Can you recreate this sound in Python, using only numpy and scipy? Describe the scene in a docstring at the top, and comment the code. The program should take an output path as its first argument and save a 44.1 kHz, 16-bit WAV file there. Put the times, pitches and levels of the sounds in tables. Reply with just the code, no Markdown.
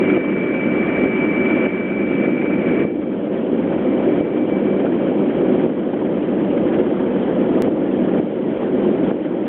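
"""Inside a taxiing airliner, heard by a small narrow-band camera at a window seat.
Steady engine rumble fills the cabin. As the camera turns to the window, the turbine whine
and its hiss fall away and the rush of exhaust and air grows.
Rumble and rush swell before each jolt of the airframe; the jolt trips the camera's limiter,
so the sound ducks and creeps back. One faint tick comes late."""
import sys
import numpy as np
from scipy import signal
from scipy.fft import rfft, irfft
from scipy.io import wavfile
from scipy.ndimage import uniform_filter1d, minimum_filter1d

SR = 44100
rng = np.random.default_rng(int(sys.argv[2]) if len(sys.argv) > 2 else 0)


def persist_wave(psi):
    """Save psi, clipped to +-1, as 16-bit WAV."""
    counts = np.round(np.clip(psi, -1, 1) * 32767).astype(np.int16)
    wavfile.write(sys.argv[1], SR, np.atleast_2d(counts).T)


N = 418068

# Cabin air resonances. 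Each row: centre in Hz, width in Hz, lift in dB.
CABIN_MODES = [(198, 20, 2.5), (247.5, 9.8, 4.5), (306, 20, 4.5), (364, 28, 3), (504.7, 25, 3),
               (584.6, 64, 2), (667.7, 34, 3.5), (783, 27, 4)]
# Turbine whine at the camera. Each row: time in seconds, level in dB.
WHINE_LEVELS = [(0, -30), (1.45, -25.5), (1.9, -29.5), (2.82, -33), (2.95, -45), (3.45, -56.5), (3.7, -48),
                (4.6, -39.5), (4.95, -52), (5.3, -46), (6, -60.5), (9.48, -54.5)]
# Airframe jolts. Each row: time in seconds, peak in dB before the limiter.
JOLTS = [(.177, 1), (1.06, -1), (1.669, -2), (2.282, -0.5), (2.852, 3.5), (4.211, -.5), (4.85, 0),
         (5.664, 2.5), (6.816, -2), (7.685, 1), (8.201, 2), (8.892, -3.5), (9.116, 3.5)]
TURN_MID_S, TURN_LENGTH_S = 2.89, 0.2


def gain_of(db):
    """Decibels to amplitude."""
    return 10 ** (np.asarray(db) / 20)


def unit_rms(x):
    """Scale to rms 1."""
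    return x / np.sqrt(np.mean(x ** 2) + 1e-20)


def clock():
    """Sample times in seconds."""
    return np.arange(N) / SR


def curve(rows):
    """Straight lines through (seconds, value) points."""
    return np.interp(clock(), *np.transpose(rows))


def ease(start_s, length_s):
    """Smooth step from 0 to 1."""
    return np.sin(np.pi / 2 * np.clip((clock() - start_s) / length_s, 0, 1)) ** 2


def camera_turn():
    """Progress of the turn to the window, 0 to 1."""
    return ease(TURN_MID_S - TURN_LENGTH_S / 2, TURN_LENGTH_S)


def noise(spectrum, modes=()):
    """Unit-rms noise with a smooth spectrum, lifted at each resonance."""
    hz = np.fft.rfftfreq(N, 1 / SR)
    points_hz, points_db = np.transpose(spectrum)
    shape_db = np.interp(np.log(hz + 1), np.log(points_hz), points_db)
    for centre_hz, width_hz, lift_db in modes:
        shape_db += lift_db / (1 + (2 * (hz - centre_hz) / width_hz) ** 2)
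    return unit_rms(irfft(rfft(rng.standard_normal(N)) * gain_of(shape_db), N))


def drift(rate_hz):
    """Unit-rms random drift, rolling off above rate_hz."""
    hz = np.fft.rfftfreq(N, 1 / SR)
    return unit_rms(irfft(rfft(rng.standard_normal(N)) / (1 + (hz / rate_hz) ** 2), N))


def low_pass(x, hz):
    """Steep zero-delay low-pass."""
    taps = signal.firwin(255, hz, window=("kaiser", 8), fs=SR)
    return signal.oaconvolve(x, taps, "same")


def swell(height_db, lead_s, width_s):
    """Gain hump ahead of each jolt, scaled by its strength; height_db is for a 0 dB jolt."""
    t = clock()
    humps = sum(gain_of(db) * np.exp(-((t - at_s + lead_s) / width_s) ** 2) for at_s, db in JOLTS)
    return gain_of(height_db * humps)


def engine_rumble(base_db=-16.5, rise_db_per_s=0.0128):
    """Engine rumble rings in the cabin air, rising slowly as the aircraft rolls on."""
    # Each row: frequency in Hz, relative density in dB.
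    spectrum = [(15, -37.5), (32, -29.5), (55, -24.5), (105, -19.5), (150, -10.5), (195, -1.5), (300, -0.5),
                (380, -1), (430, -9), (600, -13.5), (800, -26.5), (1500, -58.5)]
    gain = gain_of(base_db + rise_db_per_s * clock()) * swell(height_db=1.57, lead_s=0.096, width_s=0.27)
    return gain * noise(spectrum, CABIN_MODES)


def exhaust_rush(base_db=-25.5, turn_db=2, closing_s=1.0):
    """Exhaust and air through the fuselage, growing as the camera closes in on the pane."""
    # Each row: frequency in Hz, relative density in dB.
    spectrum = [(200, -28.5), (380, -4), (450, 0), (540, -1), (640, -11.5), (740, -14), (900, -14.5),
                (1100, -20), (1600, -23), (2100, -26.5), (2700, -30), (3200, -29), (3500, -39), (4100, -58)]
    return gain_of(base_db + turn_db * ease(TURN_MID_S, closing_s)) * noise(spectrum, CABIN_MODES)


def blade_hiss(base_db=-30.5, turn_db=-8.5, db_per_whine_db=0.33):
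    """Broadband turbine blade noise, humped around the whine and following its level."""
    # Each row: frequency in Hz, relative density in dB.
    spectrum = [(700, -24), (1050, -8.5), (1300, -7.5), (1700, -7), (1950, -8), (2180, -6), (2310, -3),
                (2410, -4.5), (2550, -13), (2900, -16), (3300, -27), (4000, -44.5)]
    whine_db = curve(WHINE_LEVELS)
    follow_db = db_per_whine_db * (whine_db - whine_db.max())
    return gain_of(base_db + follow_db + turn_db * camera_turn()) * noise(spectrum)


def flicker(x, shared_db=1.25, patch_db=1.9, full_above_hz=900):
    """The treble flickers, as a whole and in patches a few hundred Hz wide."""
    hz, _, frames = signal.stft(x, SR, nperseg=512, noverlap=384)
    shared = unit_rms(uniform_filter1d(rng.standard_normal(frames.shape[1]), size=5))
    patches = uniform_filter1d(rng.standard_normal(frames.shape), size=6, axis=1)
    patches = unit_rms(uniform_filter1d(patches, size=4, axis=0))
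    treble = np.minimum(hz / full_above_hz, 1)[:, None] ** 2
    frames *= gain_of(treble * (shared_db * shared + patch_db * patches))
    return signal.istft(frames, nperseg=512, noverlap=384)[1][:N]


def airflow(air, rise_db_per_s=0.16):
    """Rush and hiss swell and flicker together, rising as the aircraft rolls on."""
    gain = gain_of(rise_db_per_s * clock()) * swell(height_db=1.5, lead_s=0.04, width_s=0.05)
    return gain * flicker(air)


def shaft_tone(hz, wander_hz, flutter_hz, flutter_db=2.0):
    """Unit-rms tone; pitch wanders and level flutters in the turbulent intake air."""
    cycles = np.cumsum(hz + wander_hz * drift(2.7)) / SR
    return unit_rms(np.sin(2 * np.pi * cycles) * gain_of(flutter_db * drift(flutter_hz)))


def turbine_whine(hz=2308.3, scatter_hz=28, share_before=0.044, share_after=0.49):
    """Blade whine, part clean, part scattered by turbulence; the turn raises the scattered share."""
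    clean = shaft_tone(hz, wander_hz=0.3, flutter_hz=52)
    carrier = np.exp(2j * np.pi * hz * clock())
    scattered = unit_rms((carrier * (drift(scatter_hz) + 1j * drift(scatter_hz))).real)
    share = share_before + (share_after - share_before) * camera_turn()
    return gain_of(curve(WHINE_LEVELS)) * (np.sqrt(1 - share) * clean + np.sqrt(share) * scattered)


def spool(base_db=-44, turn_db=-8):
    """Faint lower tone of the spool, dropping with the turn."""
    gain = gain_of(base_db + turn_db * camera_turn())
    return gain * shaft_tone(hz=877.3, wander_hz=0.6, flutter_hz=4.7)


def airframe_jolts(pitch_hz=360):
    """Each jolt is one dull, heavily damped swing of pressure."""
    t, pressure = clock(), np.zeros(N)
    for at_s, peak_db in JOLTS:
        near = abs(t - at_s) < 2 / pitch_hz
        phase_sq = (np.pi * pitch_hz * (t[near] - at_s)) ** 2
        pressure[near] += gain_of(peak_db) * (1 - 2 * phase_sq) * np.exp(-phase_sq)
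    return pressure


def limiter(x, ceiling_db=-4.5, recovery_s=0.69):
    """A peak over the ceiling pulls the gain down just ahead of it; recovery is slow."""
    over_db = np.maximum(20 * np.log10(abs(x) + 1e-9) - ceiling_db, 0)
    release = np.exp(-clock() / recovery_s)
    held_db = np.maximum.accumulate(over_db / release) * release
    lookahead_db = minimum_filter1d(-held_db, size=161)
    return x * gain_of(uniform_filter1d(lookahead_db, size=81))


def tick(start_s=7.622, level_db=-10, decay_s=0.00028):
    """One faint, sharp tick."""
    age_s = clock() - start_s
    return gain_of(level_db) * (age_s >= 0) * np.exp(-abs(age_s) / decay_s)


def scene():
    """Engines and jolts at the seat, mono."""
    air = exhaust_rush() + blade_hiss()
    return (engine_rumble() + airflow(air) + turbine_whine() + spool() + airframe_jolts())[None]


def record(dry, low_cut_hz=40, band_top_hz=4150, tick_top_hz=15800):
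    """Camera limiter and telephone-like band; only the tick reaches higher."""
    low_cut = signal.butter(2, low_cut_hz, "highpass", fs=SR, output="sos")
    narrow = low_pass(signal.sosfilt(low_cut, limiter(dry[0])), band_top_hz)
    return low_pass(narrow + tick(), tick_top_hz)[None]


dry = scene()
out = record(dry)
persist_wave(out)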